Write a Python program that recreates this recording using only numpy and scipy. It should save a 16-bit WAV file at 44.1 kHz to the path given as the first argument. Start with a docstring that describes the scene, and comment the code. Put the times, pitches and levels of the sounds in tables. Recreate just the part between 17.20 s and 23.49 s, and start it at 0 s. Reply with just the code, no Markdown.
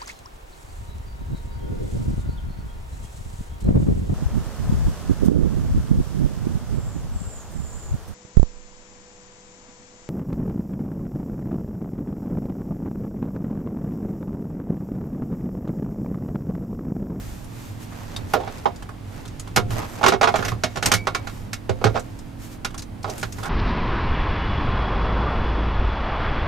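"""A plastic dashboard frame is prised off with a screwdriver in a small car cabin with little echo.
From the start the vents hum and hiss, and a hand swishes over the trim. The blade ticks in the gap, the
plastic creaks and the steel tip pings. Just after 1 s the first fasteners snap: the frame knocks and
judders, and the hollow dashboard thumps. A flurry of snaps comes around 3 s, then the shaft slips free
and rings. More snaps follow near 4.6 s, and the scene ends mostly in light ticks and rubbing."""
import sys
import numpy as np
from scipy import signal
from scipy.fft import rfft, irfft, next_fast_len
from scipy.io import wavfile
from scipy.ndimage import map_coordinates

SR = 44100
rng = np.random.default_rng(int(sys.argv[2]) if len(sys.argv) > 2 else 0)


def dump_mix(stems):
    """Bounce the given channels to the path in sys.argv[1] as a 16-bit WAV at rate SR."""
    frames = np.atleast_2d(stems).T  # one column per channel
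    limited = np.clip(frames, -1, 1)  # hard clip at full scale
    pcm = np.round(limited * 32767).astype(np.int16)
    wavfile.write(sys.argv[1], SR, pcm)


N = 277389
AGE = np.arange(SR // 6) / SR  # seconds since a blow

# Levels are relative. A t60 is the time a sound takes to fade by 60 dB.
# tone colours, from bass to treble (f/Hz, level/dB)
RUMBLE_TONE = [(12, -13), (26, 1.5), (33, -15), (46, -0.5), (62, -9), (82, -6.5), (112, 2), (132, -11),
               (180, -8), (250, -18.5), (340, -18.5), (600, -29.5), (1500, -90)]  # dashboard and cabin rumbling
VENT_TONE = [(150, -3), (250, -39), (450, -15.5), (800, -14), (1400, -13.5), (3000, -37), (6000, -24.5),
             (10000, -25.5), (15500, -32)]  # air leaving the vents
SKIN_TONE = [(1500, 7), (4000, 0.5), (7000, -1), (10000, -11), (13000, -8.5), (15500, -20)]  # skin on plastic
CREAK_TONE = [(150, -12), (300, 1.5), (450, -1), (800, 0), (1300, -9), (2000, -11), (5000, -20.5),
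              (9000, -61)]  # strained plastic, also air in the ducts
RUB_TONE = [(1000, 10.5), (2000, 5), (3500, -6), (6300, -0.5), (10000, -11.5), (13000, -7), (15500, -35)]  # plastic rubbing, also the cabin's hiss
CRACK_TONE = [(1200, 16), (2300, 4.5), (3500, 4.5), (6300, -4), (9400, -16), (13000, -19.5), (15500, -45)]  # a contact breaking
# how alike a noise is on the left and right (f/Hz, likeness where 1 is the same)
EAR_LIKENESS = [(25, 1), (60, 0.89), (130, 0.9), (290, 0.05), (640, 0.019), (1400, 0.089), (3100, 0.36),
                (7000, 0.44), (13000, 0.79)]
# how much louder a noise is on the left (f/Hz, left minus right/dB)
EAR_BALANCE = [(30, -11), (60, 7), (110, -2.5), (200, -3.5), (700, -4.5), (1300, -2.5), (4400, 0)]
# the fan's steady notes (f/Hz, level/dB)
FAN_NOTES = [(99, -49.5), (231.5, -49), (274.5, -49.5), (317.6, -54.5)]
# a hand slides; a lighter glide sounds thinner (middle t/s, width/s, level/dB, extra treble/dB)
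HAND_SLIDES = [(.01, 0.17, -46.5, 8.5), (0.428, 0.1, -47, 6.5), (.63, 0.023, -45.5, 7),
               (.84, 0.17, -48.5, 4), (1.115, .025, -44.5, 5), (1.35, 0.054, -48, 1),
               (1.6, 0.056, -53.5, -1), (1.96, .06, -62, 15), (2.22, 0.36, -52, -3),
               (2.53, 0.018, -41.5, 9), (2.72, .06, -48, 8), (3.29, 0.026, -42, 5), (3.52, 0.09, -47, -2),
               (4.15, 0.07, -49.5, 6), (4.9, 0.18, -56, 3), (5.245, 0.035, -46.5, 8.5),
               (5.33, 0.024, -47, 7.5), (5.99, 0.083, -47.5, 8), (6.2, 0.054, -45.5, 6)]
# the arms put weight on the dashboard (middle t/s, width/s, level/dB)
ARM_LEANS = [(.02, 0.11, -36.5), (1.03, 0.056, -32.5), (2.48, 0.092, -27.5), (3.33, 0.053, -31),
             (3.9, 0.23, -37), (4.68, 0.1, -35), (6.16, 0.16, -36.5)]
# the frame is levered and grinds in its seat (middle t/s, width/s, level/dB)
LEVER_STRAINS = [(.76, 0.067, -46), (.95, 0.097, -45.5), (1.3, 0.15, -43), (1.98, 0.076, -47),
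                 (2.59, 0.057, -33.5), (2.8, 0.081, -38.5), (3.23, 0.078, -35.5), (3.68, 0.024, -26),
                 (4.05, 0.24, -49.5), (4.73, 0.15, -49), (5.93, 0.044, -40.5), (6.27, 0.053, -41)]
# light touches of the blade and fingernails (t/s, level/dB, f/Hz)
LIGHT_TOUCHES = [(0.243, -41, 9100), (0.722, -42, 2330), (0.805, -43.5, 2300), (0.9628, -24.5, 3510),
                 (1.135, -23.5, 12100), (1.3804, -37, 4930), (1.5593, -37.5, 5740), (1.6233, -35, 2690),
                 (1.6901, -39, 2110), (2.053, -35, 3100), (2.077, -35.5, 4900), (2.1958, -26, 7280),
                 (2.274, -36, 2620), (2.361, -14, 8950), (2.5055, -28, 2820), (3.658, -8.5, 6170),
                 (4.0947, -36, 3030), (4.7947, -30.5, 6100), (4.9886, -36.5, 6050), (5.5053, -40, 2740),
                 (5.543, -32.5, 2680), (5.5779, -25, 6580), (5.5917, -27.5, 4740), (5.621, -29.5, 4850),
                 (5.829, -33.5, 5250), (5.8969, -25, 5560), (5.9793, -28.5, 8800), (5.995, -32, 8900),
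                 (6.013, -32, 7000), (6.123, -28, 6160), (6.1836, -34, 2450), (6.2317, -27, 3310),
                 (6.255, -28, 2700)]
# the steel tip glances off an edge (t/s, level/dB, f/Hz, t60/s)
TIP_GLANCES = [(.964, -29.5, 3700, 0.057), (4.797, -51, 6150, 0.088)]
# the notes within one ping (multiple of its pitch, level/dB)
PING_NOTES = [(1, 4.5), (0.87, -17), (1.3, -6)]
# fasteners and frame edges let go; hardness and push set the crack and thump against the knock
# (t/s, level/dB, knock f/Hz, hardness/dB, push/dB)
RELEASES = [(1.136, -16, 800, -12.5, -17), (1.275, -33, 795, -13, -16), (1.456, -16, 890, -18.5, -15),
            (2.362, -22.5, 770, -1, -3), (2.372, -16.5, 460, -10.5, -2), (2.811, -27.5, 810, -18.5, -28),
            (2.83, -20, 650, -12.5, -23), (2.839, -14.5, 980, -10.5, -11), (2.862, -13, 836, -8.5, -14.5),
            (2.882, -15.5, 375, -6, -12), (2.921, -17.5, 734, -12.5, -10), (2.936, -20, 380, -13.5, -11),
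            (3.012, -17, 683, -9.5, -16), (3.029, -15, 710, -10.5, -28), (3.04, -15.5, 1190, -11.5, -15),
            (3.073, -15.5, 805, -12.5, -27), (3.087, -23.5, 810, -11, -8), (3.14, -17.5, 594, -16.5, -19),
            (3.157, -25, 1320, -6.5, -11), (3.189, -26.5, 446, -11.5, -1.5), (3.225, -28, 1430, -10, -16),
            (3.249, -31.5, 1720, -1.5, -3), (3.282, -32, 1800, -2, -20), (3.318, -30.5, 1090, -14.5, 3.5),
            (3.436, -21, 610, -4.5, -5.5), (3.558, -32.5, 600, -6, -3.5), (3.571, -30.5, 615, -6, 0.5),
            (3.626, -26, 1460, -3, -5.5), (3.658, -30.5, 790, 3, 0), (3.717, -19.5, 1000, -1, -3),
            (3.738, -24, 1590, 1, 0), (3.87, -20.5, 1100, -9, -35), (3.948, -24.5, 1120, -5, -21),
            (4.071, -34.5, 1430, -6, -19), (4.331, -36, 1440, 1.5, -4), (4.494, -28, 468, -9, 7.5),
            (4.614, -30.5, 503, -19.5, -8), (4.641, -17, 420, -9.5, 2.5), (4.666, -23, 680, -12, -3),
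            (4.755, -24, 605, -15, -11), (4.764, -28, 650, -12, -15), (4.774, -29.5, 1540, -12, -24),
            (5.447, -28, 1400, -3, -12), (5.843, -27.5, 1080, -14, -21), (6.029, -27.5, 1450, -6, -4)]
# modes, the notes a part rings at when struck; wider ones die sooner (f/Hz, width/Hz, level/dB)
FRAME_MODES = [(385.4, 18.5, 9), (435, 20, 5.5), (512, 10, 1.5), (634.5, 31, 5.5), (710.4, 11, 6),
               (801, 40, 10.5), (974, 31, -0.5), (1095, 37, 6.5), (1254, 28, 6), (1388, 27, 7),
               (1466, 56, 7.5), (1690, 56, 4)]  # the plastic frame
DASHBOARD_MODES = [(83, 12, -7), (108.7, 14.3, -2.5), (158, 130, -11), (180.6, 30, -5), (237, 22, 0)]  # the hollow dashboard
SOCKET_MODES = [(2173, 16, 9.5), (2334, 43, 8.5), (2560, 32, 5.5), (2755, 20, 4.5), (3090, 73, -5.5),
                (3440, 29, -17), (3790, 18, 5)]  # the sockets that hold the fasteners
# the frame moves along its seat in quick slips (start t/s, length/s, level/dB, f/Hz)
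SLIP_RUNS = [(1.148, .03, -27.5, 477), (1.199, .042, -36, 755), (2.556, .08, -40.5, 980),
             (3.018, .04, -28, 1060), (3.693, .025, -40.5, 880), (4.489, .006, -27.5, 540),
             (4.649, .008, -22, 450), (4.688, .014, -37.5, 495), (4.741, .028, -32.5, 580),
             (5.859, .05, -37, 710), (6.227, .052, -37.5, 1490)]
# the blade springs or is dragged out of the gap (t/s, level/dB, rise/s)
BLADE_EXITS = [(3.735, -40, .002), (3.777, -26, 0.019), (3.948, -31.5, 0.0017)]
# the notes of the screwdriver's shaft (f/Hz, level/dB, t60/s)
SHAFT_NOTES = [(2277, 2, 0.19), (3520, -11, 0.054), (4560, -12, 0.12)]


def amp(db):
    """Turn decibels into a number to multiply by."""
    return 10 ** (np.asarray(db) / 20)


def unit(x):
    """Scale a sound to an average strength (rms) of 1."""
    return x / np.sqrt(np.mean(x ** 2) + 1e-20)


def punch(x):
    """Scale a blow to an average strength of 1 over its first 30 ms."""
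    return x / np.sqrt(np.mean(x[..., :round(.03 * SR)] ** 2) + 1e-20)


def along(points, hz):
    """Read between (f/Hz, value) points on a log frequency scale."""
    freqs, values = np.transpose(points)
    return np.interp(np.log(hz + 1), np.log(freqs + 1), values)


def sides(pan_db):
    """Left and right gains, with the left louder by pan_db."""
    gains = amp(np.array([pan_db, -pan_db]).reshape(2, -1) / 2)
    return gains / np.sqrt(np.mean(gains ** 2, axis=0))


def wobble(rate):
    """A smooth curve through `rate` random values a second."""
    return map_coordinates(rng.standard_normal(int(N * rate / SR) + 4), [np.arange(N) * rate / SR])


def fade(t60):
    """The dying away after a blow."""
    return np.exp(-np.log(1000) * AGE / t60)


def swells(rows):
    """The loudness of movements that speed up and slow down again."""
    t = np.arange(N) / SR
    return np.sqrt(sum(amp(db) ** 2 * np.exp(-((t - s) / width) ** 2) for s, width, db in rows))


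def add(track, s, sound):
    """Mix a stereo sound in at s seconds."""
    start = round(s * SR)
    track[:, start:start + sound.shape[1]] += sound[:, :N - start]


def band(x, lo_hz, hi_hz, order=3):
    """Keep the part of a sound between two frequencies."""
    return signal.sosfilt(signal.butter(order, [lo_hz, hi_hz], 'band', fs=SR, output='sos'), x)


def colour(x, points, size=1024):
    """Shape a sound's tone to follow (f/Hz, level/dB) points."""
    gain = amp(along(points, np.fft.rfftfreq(size, 1 / SR)))
    cepstrum = irfft(np.log(gain + 1e-6))
    cepstrum[1:size // 2] *= 2  # folded forward, so nothing rings before the blow
    cepstrum[size // 2 + 1:] = 0
    response = irfft(np.exp(rfft(cepstrum)))
    return signal.fftconvolve(x, response[None], axes=1)[:, :x.shape[1]]


def rush(tone, grain_db=0, grain_rate=200):
    """Stereo noise with a given tone colour; uneven friction can make it grainy."""
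    size = next_fast_len(N + SR // 4)
    hz = np.fft.rfftfreq(size, 1 / SR)
    spread = np.arccos(along(EAR_LIKENESS, hz)) / 2
    noise = rng.standard_normal((2, N)) * amp(grain_db * wobble(grain_rate))
    mid, side = rfft(noise, size) * amp(along(tone, hz)) * [np.cos(spread), np.sin(spread)]
    left_right = np.array([mid + side, mid - side]) * sides(along(EAR_BALANCE, hz))
    return unit(irfft(left_right, size)[:, :N])


def burst(t60, tail_db, tail_t60, width, spiky, attack_s=0.0015):
    """A contact breaks in a spray of tiny clicks; the cabin answers with a short tail."""
    common, size, left, right = rng.standard_normal((4, len(AGE)))
    apart = width * np.array([left, right])
    spray = unit(common * np.exp(spiky * np.clip(size, -2, 2))) + apart
    tail = amp(tail_db) * (rng.standard_normal(len(AGE)) + 2 * apart) * fade(tail_t60)
    return (spray * fade(t60) + tail) * (1 - np.exp(-AGE / attack_s))


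def ring(modes, damping, detune, lag):
    """Modes ring at new strengths each blow; bending detunes them; left and right are out of step."""
    hz, width, db = np.transpose(modes)[:, :, None]
    shift, level, phase = rng.standard_normal((3, len(hz), 1))
    strength = rng.choice([-1, 1], hz.shape) * amp(db + 2 * level) * np.sqrt(width)
    decay = strength * np.exp(-np.pi * damping * width * AGE)
    angle = 2 * np.pi * hz * (1 + detune * shift) * AGE
    return np.array([np.sum(decay * np.sin(angle + way * lag * phase), axis=0) for way in (-1, 1)])


def strike_at(x, centre_hz, focus_db):
    """Where a part is struck decides which of its modes are strongest."""
    return colour(x, [(centre_hz / 1.34, -focus_db), (centre_hz, 0), (centre_hz * 1.43, -focus_db)])


def cabin(rumble_db=-37, duct_db=-48, hiss_db=-62):
    """The steady background: a low rumble, and air rushing along the plastic ducts."""
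    rumble = amp(rumble_db) * rush(RUMBLE_TONE)
    return rumble + amp(duct_db) * rush(CREAK_TONE) + amp(hiss_db) * rush(RUB_TONE)


def fan(air_db=-55, flutter_db=1.86, drift_rad=0.47):
    """The fan hums a little unsteadily while air hisses from the vents."""
    t, hum = np.arange(N) / SR, np.zeros(N)
    for hz, db in FAN_NOTES:
        peak = amp(db + flutter_db * wobble(3.415)) * np.sqrt(2)
        hum += peak * np.sin(2 * np.pi * hz * t + drift_rad * wobble(2.78))
    return hum * sides(-9.5) + amp(air_db) * rush(VENT_TONE)


def hand_slides(treble_hz=7500):
    """Skin swishes softly over smooth plastic as the grip shifts."""
    swish = rush(SKIN_TONE, grain_db=0.5, grain_rate=270)
    treble = signal.sosfiltfilt(signal.butter(2, treble_hz, 'high', fs=SR, output='sos'), swish)
    low_gain = swells([(s, width, db) for s, width, db, _ in HAND_SLIDES])
    treble_gain = swells([(s, width, db + extra_db) for s, width, db, extra_db in HAND_SLIDES])
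    return low_gain * (swish - treble) + treble_gain * treble


def leaning_and_levering(creak_db=1, rub_db=-1.5, shake_db=-3):
    """Levering makes the plastic creak and rub; that and the arms' weight make the dashboard rumble."""
    strain = swells(LEVER_STRAINS)
    creak = amp(creak_db) * rush(CREAK_TONE, grain_db=3, grain_rate=40)
    rub = amp(rub_db) * rush(RUB_TONE, grain_db=5.5, grain_rate=540)
    rumble = (swells(ARM_LEANS) + amp(shake_db) * strain) * rush(RUMBLE_TONE)
    return strain * (creak + rub) + rumble


def ticks(tip_db=-13, focus_db=2.5, knock_db_per_octave=21):
    """The blade or a nail makes a bright tick; the finer the touch, the less it moves the frame."""
    out = np.zeros((2, N))
    for s, db, hz in LIGHT_TOUCHES:
        spray = burst(t60=0.072, tail_db=-4, tail_t60=0.046, width=0.54, spiky=1)
        tip = punch(band(spray, 1100, 8700, order=2))
        tip += amp(-6) * small_part(hz / 1.3, hz * 1.4, width_hz=31, count=4)
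        tip = punch(colour(tip, [(hz / 2, -2 * focus_db), (hz, 0), (hz * 2, -focus_db)]))
        knock_db = -3 - knock_db_per_octave * np.log2(hz / 2270)
        add(out, s, amp(db) * (amp(tip_db) * tip + amp(knock_db) * knock(1090) * sides(-4.5)))
    return out


def small_part(lo_hz, hi_hz, width_hz, count):
    """Each small part rings briefly at a few high notes of its own."""
    notes = lo_hz * (hi_hz / lo_hz) ** rng.random(count)
    return punch(ring([(hz, width_hz, 0) for hz in notes], damping=0.86, detune=0, lag=0.21))


def knock(centre_hz, top_hz=2600, modes_db=5):
    """The frame rings and clatters in its seat, muffled by the hand that holds it."""
    tone = amp(modes_db) * punch(ring(FRAME_MODES, damping=0.63, detune=0.0053, lag=0.82))
    spray = burst(t60=0.1, tail_db=-5, tail_t60=0.17, width=0.071, spiky=0.5)
    clatter = punch(band(spray, 207, 1640))
    grip = fade(t60=0.85 * (800 / centre_hz) ** 0.33)  # higher knocks die sooner
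    struck = strike_at(grip * (tone + clatter), centre_hz, focus_db=7)
    low_hz = np.clip(0.41 * centre_hz, 200, 380)
    return punch(band(struck, low_hz, top_hz))


def pings():
    """The steel tip glances off an edge and rings at three nearby notes."""
    out = np.zeros((2, N))
    for s, db, hz, t60 in TIP_GLANCES:
        tone = sum(amp(db + level) * np.sin(2 * np.pi * ratio * hz * AGE) for ratio, level in PING_NOTES)
        add(out, s, tone * fade(t60) * sides(-1))
    return out


def snaps(socket_db=-5, splinter_growth=1.614):
    """A fastener lets go: it cracks, knocks the frame and pushes the dashboard. Harder is brighter."""
    out = np.zeros((2, N))
    for s, db, knock_hz, hardness_db, push_db in RELEASES:
        # a soft contact lasts longer, which leaves the high modes silent
        top_hz = np.clip(1500 * 2 ** ((hardness_db + 13.5) / 13), 1100, 3200)
        body = knock(knock_hz, top_hz) + amp(push_db - 1) * thump(push_db)
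        socket = amp(socket_db) * punch(ring(SOCKET_MODES, damping=0.84, detune=0.0062, lag=0.77))
        edge = amp(hardness_db) * punch(crack(1700, 5000, t60=0.09, tail_db=-5, width_hz=32) + socket)
        splinter = crack(5000, 15800, t60=0.05, tail_db=-6, width_hz=34)  # the crack's highest part
        splinter = punch(colour(splinter, [(6000, 0), (13000, 6 + 0.83 * hardness_db)]))
        edge += amp(splinter_growth * hardness_db) * splinter
        add(out, s, amp(db) * (body * sides(-8.5) + edge * sides(-2)))
    return out


def thump(push_db, db_per_octave=18):
    """The hollow dashboard swings back; a heavier push moves more of it, so it sounds lower."""
    centre_hz = np.clip(107 * 2 ** (-push_db / db_per_octave), 90, 260)
    swing = ring(DASHBOARD_MODES, damping=0.64, detune=0.04, lag=0.85)
    return punch(band(strike_at(swing, centre_hz, focus_db=-1), 87, 1.6 * centre_hz, order=2))


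def crack(lo_hz, hi_hz, t60, tail_db, width_hz):
    """The sharp edge of a snap: a spray of clicks and the ring of the fastener."""
    spray = burst(t60, tail_db, tail_t60=0.11, width=0.36, spiky=0.35)
    ringing = amp(-4) * small_part(lo_hz, hi_hz, width_hz, count=12)
    return punch(colour(punch(band(spray, lo_hz, hi_hz)) + ringing, CRACK_TONE))


def judders(slips_per_s=130, scatter=0.32, grit_db=-17):
    """Plastic sticks and slips at an uneven rate, each slip a small gritty knock."""
    out = np.zeros((2, N))
    for start, length, db, centre_hz in SLIP_RUNS:
        late, size = rng.standard_normal((2, 14))
        slips = [knock(centre_hz, top_hz=1.43 * centre_hz)
                 + amp(grit_db) * crack(1620, 9000, t60=0.054, tail_db=-32, width_hz=35)
                 for _ in range(4)]
        offsets = np.abs(np.arange(len(late)) + scatter * late) / slips_per_s
        for k, offset in enumerate(offsets):
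            if offset < length:
                add(out, start + offset, amp(db + 2 * size[k]) * slips[k % len(slips)] * sides(-7))
    return out


def shaft_ring(waver_rad=0.67):
    """The screwdriver's steel shaft rings on when it slips free."""
    out, t = np.zeros((2, N)), np.arange(SR // 3) / SR
    for s, db, rise_s in BLADE_EXITS:
        tone = np.zeros(len(t))
        for hz, level, t60 in SHAFT_NOTES:
            angle = 2 * np.pi * hz * t + waver_rad * wobble(95)[:len(t)]
            tone += amp(db + level) * np.exp(-np.log(1000) * t / t60) * np.sin(angle)
        add(out, s, tone * (1 - np.exp(-t / rise_s)) * sides(-1.4))
    return out


def scene():
    """Add the sharp sounds, the handling and the steady background together."""
    sharp_sounds = snaps() + judders() + ticks() + pings() + shaft_ring()
    handling = hand_slides() + leaning_and_levering()
    return sharp_sounds + handling + cabin() + fan()


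def record(dry):
    """Round off the loudest peaks and cut the very highest treble."""
    top_hz, slope_width_hz = 15700, 700
    rounded = dry / (1 + np.abs(dry) ** 6) ** (1 / 6)
    size = next_fast_len(N + SR // 4)
    passed = np.clip((top_hz - np.fft.rfftfreq(size, 1 / SR)) / slope_width_hz + .5, 0, 1)
    return irfft(rfft(rounded, size) * passed, size)[:, :N]


dry = scene()
out = record(dry)
dump_mix(out)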